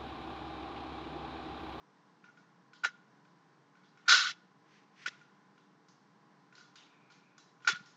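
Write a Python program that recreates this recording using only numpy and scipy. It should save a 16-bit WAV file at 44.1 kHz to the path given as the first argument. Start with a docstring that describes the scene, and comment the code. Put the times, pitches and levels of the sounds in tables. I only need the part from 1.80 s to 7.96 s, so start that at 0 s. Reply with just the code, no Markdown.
"""A bare garage hums, rumbles and hisses faintly: unsteady sines over shaped noise.
From 0.4 s small metal parts click and knock on plastic pipe near a narrow-band microphone; each contact
drives pipe and metal resonances plus a noise echo. Four loud knocks leap out (1.0, 2.3, 3.3, 5.9 s) by a
gain that soon sinks and cuts their echo short; dull thumps lie inside them. At about 3 s a shoe scuffs the
floor (swelling noise); from 5.0 s a part slides along the pipe (noise through its resonances)."""
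import sys
import numpy as np
from scipy import signal
from scipy.fft import rfft, irfft, next_fast_len
from scipy.io import wavfile
from scipy.ndimage import uniform_filter1d, map_coordinates

SR = 44100
rng = np.random.default_rng(int(sys.argv[2]) if len(sys.argv) > 2 else 0)


def log_audio(samples):
    """Write samples as a 16-bit WAV file to the path given in sys.argv[1]."""
    # one column per channel
    frames = np.atleast_2d(samples).T
    # limit to full scale, then quantise
    limited = np.clip(frames, -1, 1)
    pcm = np.round(limited * 32767).astype(np.int16)
    wavfile.write(sys.argv[1], SR, pcm)


def undo_db(level):
    """Turn decibels back into plain size, where 20 dB means ten times bigger."""
    steps = np.asarray(level, float) / 20
    return 10 ** steps


N = 271656


def unit(x):
    """Scale to rms 1."""
    return x / np.sqrt(np.mean(x ** 2) + 1e-20)


def along(points, hz):
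    """Interpolate (frequency [Hz], value) points on a log frequency axis."""
    f, v = np.transpose(points)
    return np.interp(np.log(hz + 1), np.log(f + 1), v)


def wobble(knots_per_s):
    """Smooth random curve through normal-distributed knots."""
    knots = rng.standard_normal(int(N * knots_per_s / SR) + 4)
    return map_coordinates(knots, [np.arange(N) * knots_per_s / SR])


def coloured(spectrum):
    """Noise of rms 1 with the given spectrum."""
    size = next_fast_len(N)
    gain = undo_db(along(spectrum, np.fft.rfftfreq(size, 1 / SR)))
    return unit(irfft(rfft(rng.standard_normal(size)) * gain, size)[:N])


def patches(shape):
    """Random field of rms 1, smooth over neighbouring pitches and moments."""
    over_pitch = uniform_filter1d(rng.standard_normal(shape), size=3, axis=0)
    return unit(uniform_filter1d(over_pitch, size=7, axis=1))


def resonances(modes, f, scatter_db):
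    """Causal response of damped modes, each at a new strength, with alternating sign."""
    scatter = rng.normal(0, 1, len(modes)) * scatter_db
    response = 0
    for k, (centre_hz, width_hz, db) in enumerate(modes):
        damping = 1j * f * width_hz
        mode = damping / (centre_hz * centre_hz - f * f + damping)
        response = response + (-1) ** k * undo_db(db + scatter[k]) * mode
    return response


# Low rumble spectrum: (frequency [Hz], relative density [dB per Hz])
RUMBLE = [(24, -78.5), (40, -55), (91, -47), (111, -13), (134, 1.5), (192, 4), (233, -3.5), (428, -6),
          (538, -13.5), (700, -12.5), (910, -46), (1540, -120)]
# Air hiss spectrum: (frequency [Hz], relative density [dB per Hz])
AIR = [(290, -56), (500, -20.5), (544, -18), (584, -18), (838, -6.5), (911, -10), (1010, -2), (1170, -10),
       (1440, -11.5), (1680, -11.5), (1850, -15), (2300, -19.5), (2470, -23), (5780, -26), (8800, -42.5),
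       (11400, -74), (19400, -120)]
# Machine tones: (frequency [Hz], relative level [dB])
HUM = [(177.6, -82.5), (296.1, -77), (430.7, -87), (468.3, -84), (818.3, -82), (1007, -87.5), (1480, -88.5)]


def room():
    """Low rumble, air hiss and machine tones unsteady in level and phase."""
    t = np.arange(N) / SR
    rumble = undo_db(-69 + 0.42 * wobble(2.7)) * coloured(RUMBLE)
    hiss = undo_db(-69.5 + 0.61 * wobble(6)) * coloured(AIR)
    hum = 0
    for hz, db in HUM:
        level = undo_db(db + 2.5 + 0.73 * wobble(12))
        hum = hum + level * np.sin(2 * np.pi * hz * t + 4.5 * wobble(9.3))
    return rumble + hiss + hum


# Wall decay: (frequency [Hz], t60 [s])
WALLS = [(800, 0.59), (2000, 0.69), (4000, .55), (8000, .5)]


def echo(size):
    """Fresh wall answer: noise patchy in time and pitch, each frequency dying at its own speed."""
    hz, t, z = signal.stft(rng.standard_normal(size), SR, nperseg=256)
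    patchy_db = 2.5 * patches(z.shape)
    decay_db = -60 * t / along(WALLS, hz)[:, None]
    return signal.istft(z * undo_db(patchy_db + decay_db), SR, nperseg=256)[1][:size]


# Contacts before leaps: (time [s], level [dB], relative pipe ring [dB], click boost centre [Hz],
# relative wall echo [dB])
CONTACTS = [(0.4409, -54, 2.5, 2300, -7), (0.5731, -55.5, -2.5, 2230, -9), (0.9328, -48, -4.5, 3700, -8.5),
            (1.0345, -52, 5, 2410, -5.5), (1.047, -45.5, 2.5, 2476, -14), (1.4508, -60.5, 1, 3650, -10),
            (1.9532, -63, 3.5, 2320, -3.5), (2.0348, -63, -1.5, 3740, -1.5),
            (2.1735, -53.5, -3.5, 2440, -8.5), (2.257, -63.5, 6.5, 2430, 9.5),
            (2.2785, -34.5, -1.5, 4320, -5.5), (2.2936, -32, -6, 4080, -6), (2.3217, -36, 0, 3310, -8.5),
            (2.3449, -44, 2.5, 3660, -10), (3.2595, -44.5, -0.5, 2400, -8), (3.4134, -54.5, 1.5, 2270, -11),
            (3.7778, -56, -4.5, 3010, -11.5), (4.0838, -49, -17.5, 5600, -13.5),
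            (4.7254, -54.5, -2, 2265, -6.5), (4.7521, -45.5, -15.5, 4190, -10),
            (4.78, -51.5, 0.5, 5420, -6.5), (4.9559, -40.5, -20, 3040, -9.5),
            (5.3014, -52.5, -5.5, 4130, -5.5), (5.3208, -53.5, -22, 5810, -13),
            (5.5797, -44, -15.5, 5900, -13), (5.8033, -63, 1, 2620, -7), (5.8212, -55.5, -5.5, 2730, -2),
            (5.8481, -46.5, 4, 4530, -5.5), (5.8741, -40, -2, 2540, -10.5),
            (5.8915, -47.5, -2.5, 3850, -22), (5.9241, -58.5, 7, 2630, -8), (5.9564, -50, -4, 3970, -8.5),
            (5.9946, -51.5, 1.5, 3980, -11), (6.0578, -48.5, -24, 5500, -7.5)]
# Pipe modes: (frequency [Hz], width [Hz], relative mean level [dB])
PIPE = [(1431.7, 48.7, -0.02), (1532.3, 44, -7), (1760, 13, -10.5), (2410, 190, -16)]
# Click spectrum: (frequency [Hz], relative density [dB per Hz])
CLICK = [(300, -50.5), (600, -22.5), (950, -13), (1150, 4), (2000, -1.5), (3000, -2), (5000, -1.5),
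         (7000, -5.5), (7700, -17), (8000, -41), (8300, -30), (8900, -38), (9400, -66.5), (12000, -85),
         (19000, -110)]
# Metal modes: (frequency [Hz], width [Hz], relative mean level [dB])
METAL = [(3440, 23, -0.9), (3660, 70, -5), (3940, 70, -2.5), (4746, 120, 3), (5400, 47, -7), (5860, 18, -9),
         (6350, 120, -11.5)]
METAL_DB, METAL_DB_PER_DB = -10, 0.65  # metal gain for a -47 dB contact; growth with contact level
MIC_LOW_HZ, MIC_TOP_HZ = 320, 8220  # pickup band of the pipe ring


def contacts():
    """A short crack clicks and rings the metal, a push rings the pipe; the walls answer both."""
    size = 2 ** 15
    lead = size // 64  # room ahead of each onset
    t, f = np.arange(size) / SR, np.fft.rfftfreq(size, 1 / SR)
    pickup = 1 / (1 + (f / MIC_TOP_HZ) ** 20) / (1 + (MIC_LOW_HZ / (f + 1)) ** 2)
    out = np.zeros(N + size)
    for s, db, pipe_db, bright_hz, echo_db in CONTACTS:
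        walls = undo_db(echo_db) * echo(size) * (1 - np.exp(-t / 0.0072))  # the echo needs time to build
        crack = rng.standard_normal(size) * undo_db(-60 * t / 0.032) * (1 - np.exp(-t / 0.0015))
        push = 9 * undo_db(-60 * t / 0.0002)

        boost_db = 7.52 * np.exp(-(np.log((f + 1) / bright_hz) / 0.4) ** 2)
        click = undo_db(along(CLICK, f) + boost_db - 3.5)
        metal_gain = undo_db(METAL_DB + METAL_DB_PER_DB * (db + 47))
        click = click + metal_gain * resonances(METAL, f, scatter_db=7.0)
        ring = undo_db(pipe_db + 21) * resonances(PIPE, f, scatter_db=1.5) * pickup

        clicked = rfft(np.roll(crack + walls, lead)) * click
        rung = rfft(np.roll(push + 0.67 * walls, lead)) * ring
        start = round(s * SR) - lead
        out[start:start + size] += undo_db(db) * irfft(clicked + rung, size)
    return out[:N]


# Leaps of the handling sounds: (start [s], held until [s], sinking time [s], leap [dB])
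LEAPS = [(1.034, 1.059, 0.054, 25.5), (2.279, 2.514, .032, 22.5), (3.257, 3.285, 0.0114, 20),
         (5.87, 5.896, 0.094, 26.5)]
LEAP_RISE_S, RAGGED_DB = 0.006, 3.5  # the sinking is uneven
EARLY_PER_OCTAVE, EARLY_UNDER_HZ = 0.12, 1900  # the bass lets go sooner (share of the hold)


def leaps(x):
    """The handling sounds rise quickly, hold, then sink back band by band."""
    hz, t, z = signal.stft(x, SR, nperseg=128)
    early = np.clip(EARLY_PER_OCTAVE * np.log2(EARLY_UNDER_HZ / (hz[:, None] + 1)), 0, 0.5)
    gain_db, ragged_db = 0, RAGGED_DB * patches(z.shape)
    for s, until, sink, db in LEAPS:
        release = until - early * (until - s)
        left = np.clip(1 - (t - release) / sink, 0, 1)
        risen = np.clip((t - s) / LEAP_RISE_S, 0, 1)
        gain_db = gain_db + db * risen * left + ragged_db * np.sin(np.pi * left)
    return signal.istft(z * undo_db(gain_db), SR, nperseg=128)[1][:N]


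# Dull thumps inside the knocks: (time [s], peak [dB], frequency [Hz], 1/e width [s])
THUMPS = [(1.055, -35.5, 836, 0.004), (1.061, -43.5, 512, 0.0033), (2.335, -45, 631, 0.022),
          (2.342, -45.5, 400, 0.01), (2.386, -56.5, 175, 0.014), (3.28, -44, 424, 0.0028),
          (5.888, -37, 864, 0.0095), (5.901, -43, 393, 0.0065), (5.936, -46.5, 174, 0.01),
          (6.012, -53, 176, .012)]


def thumps():
    """Each is one soft low swing under a bell-shaped envelope."""
    t = np.arange(N) / SR
    out = np.zeros(N)
    for s, db, hz, length in THUMPS:
        bell = np.exp(-(2 * (t - s) / length) ** 2)
        out += undo_db(db) * bell * np.cos(2 * np.pi * hz * (t - s))
    return out


# Scuff strokes: (loudest time [s], nominal level [dB], rise [s], dying t60 [s])
SCUFF = [(2.97, -66.5, 0.088, 0.47), (3.235, -57.5, 0.054, 0.62)]
# Sole spectrum: (frequency [Hz], relative density [dB per Hz])
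SOLE = [(530, -43), (900, -12), (1600, -2.5), (1990, 1), (2620, -3), (3840, -9), (5950, -11), (8800, -35),
        (11400, -84), (19400, -120)]


def scuff():
    """A sole drags over gritty concrete: each stroke of noise swells, then dies away."""
    t = np.arange(N) / SR
    strokes = np.zeros(N)
    for s, db, rise, t60 in SCUFF:
        swell = np.exp(-(np.minimum(t - s, 0) / rise) ** 2)
        strokes += swell * undo_db(db - 60 * np.maximum(t - s, 0) / t60)
    return strokes * undo_db(1.1 * wobble(60)) * coloured(SOLE)


# Slide along the pipe: (start [s], full [s], full until [s], end [s])
RUB_S = (5.04, 5.14, 5.5, 5.62)


def rub():
    """Faint friction hisses through the pipe's resonances, brighter than a push."""
    f = np.fft.rfftfreq(N, 1 / SR)
    tilt = np.clip(f, 1, 2900) ** 3.5 / (1 + (f / 3000) ** 8)
    response = resonances(PIPE, f, scatter_db=0.0) * tilt
    hiss = irfft(rfft(rng.standard_normal(N)) * response, N)
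    fade = np.interp(np.arange(N) / SR, RUB_S, [0, 1, 1, 0])
    return undo_db(-72.5 + 2.0 * wobble(23)) * unit(hiss) * fade


def scene():
    """All sources, one channel; only contacts and scuff pass through the leaps."""
    handling = leaps(contacts() + scuff())
    return (room() + handling + thumps() + rub())[None]


def roll_off(x):
    """The treble ends steeply here."""
    return signal.sosfilt(signal.butter(12, 8950, fs=SR, output="sos"), x)


def record(dry):
    """Deliver the finished mix."""
    return roll_off(dry)


dry = scene()
out = record(dry)
log_audio(out)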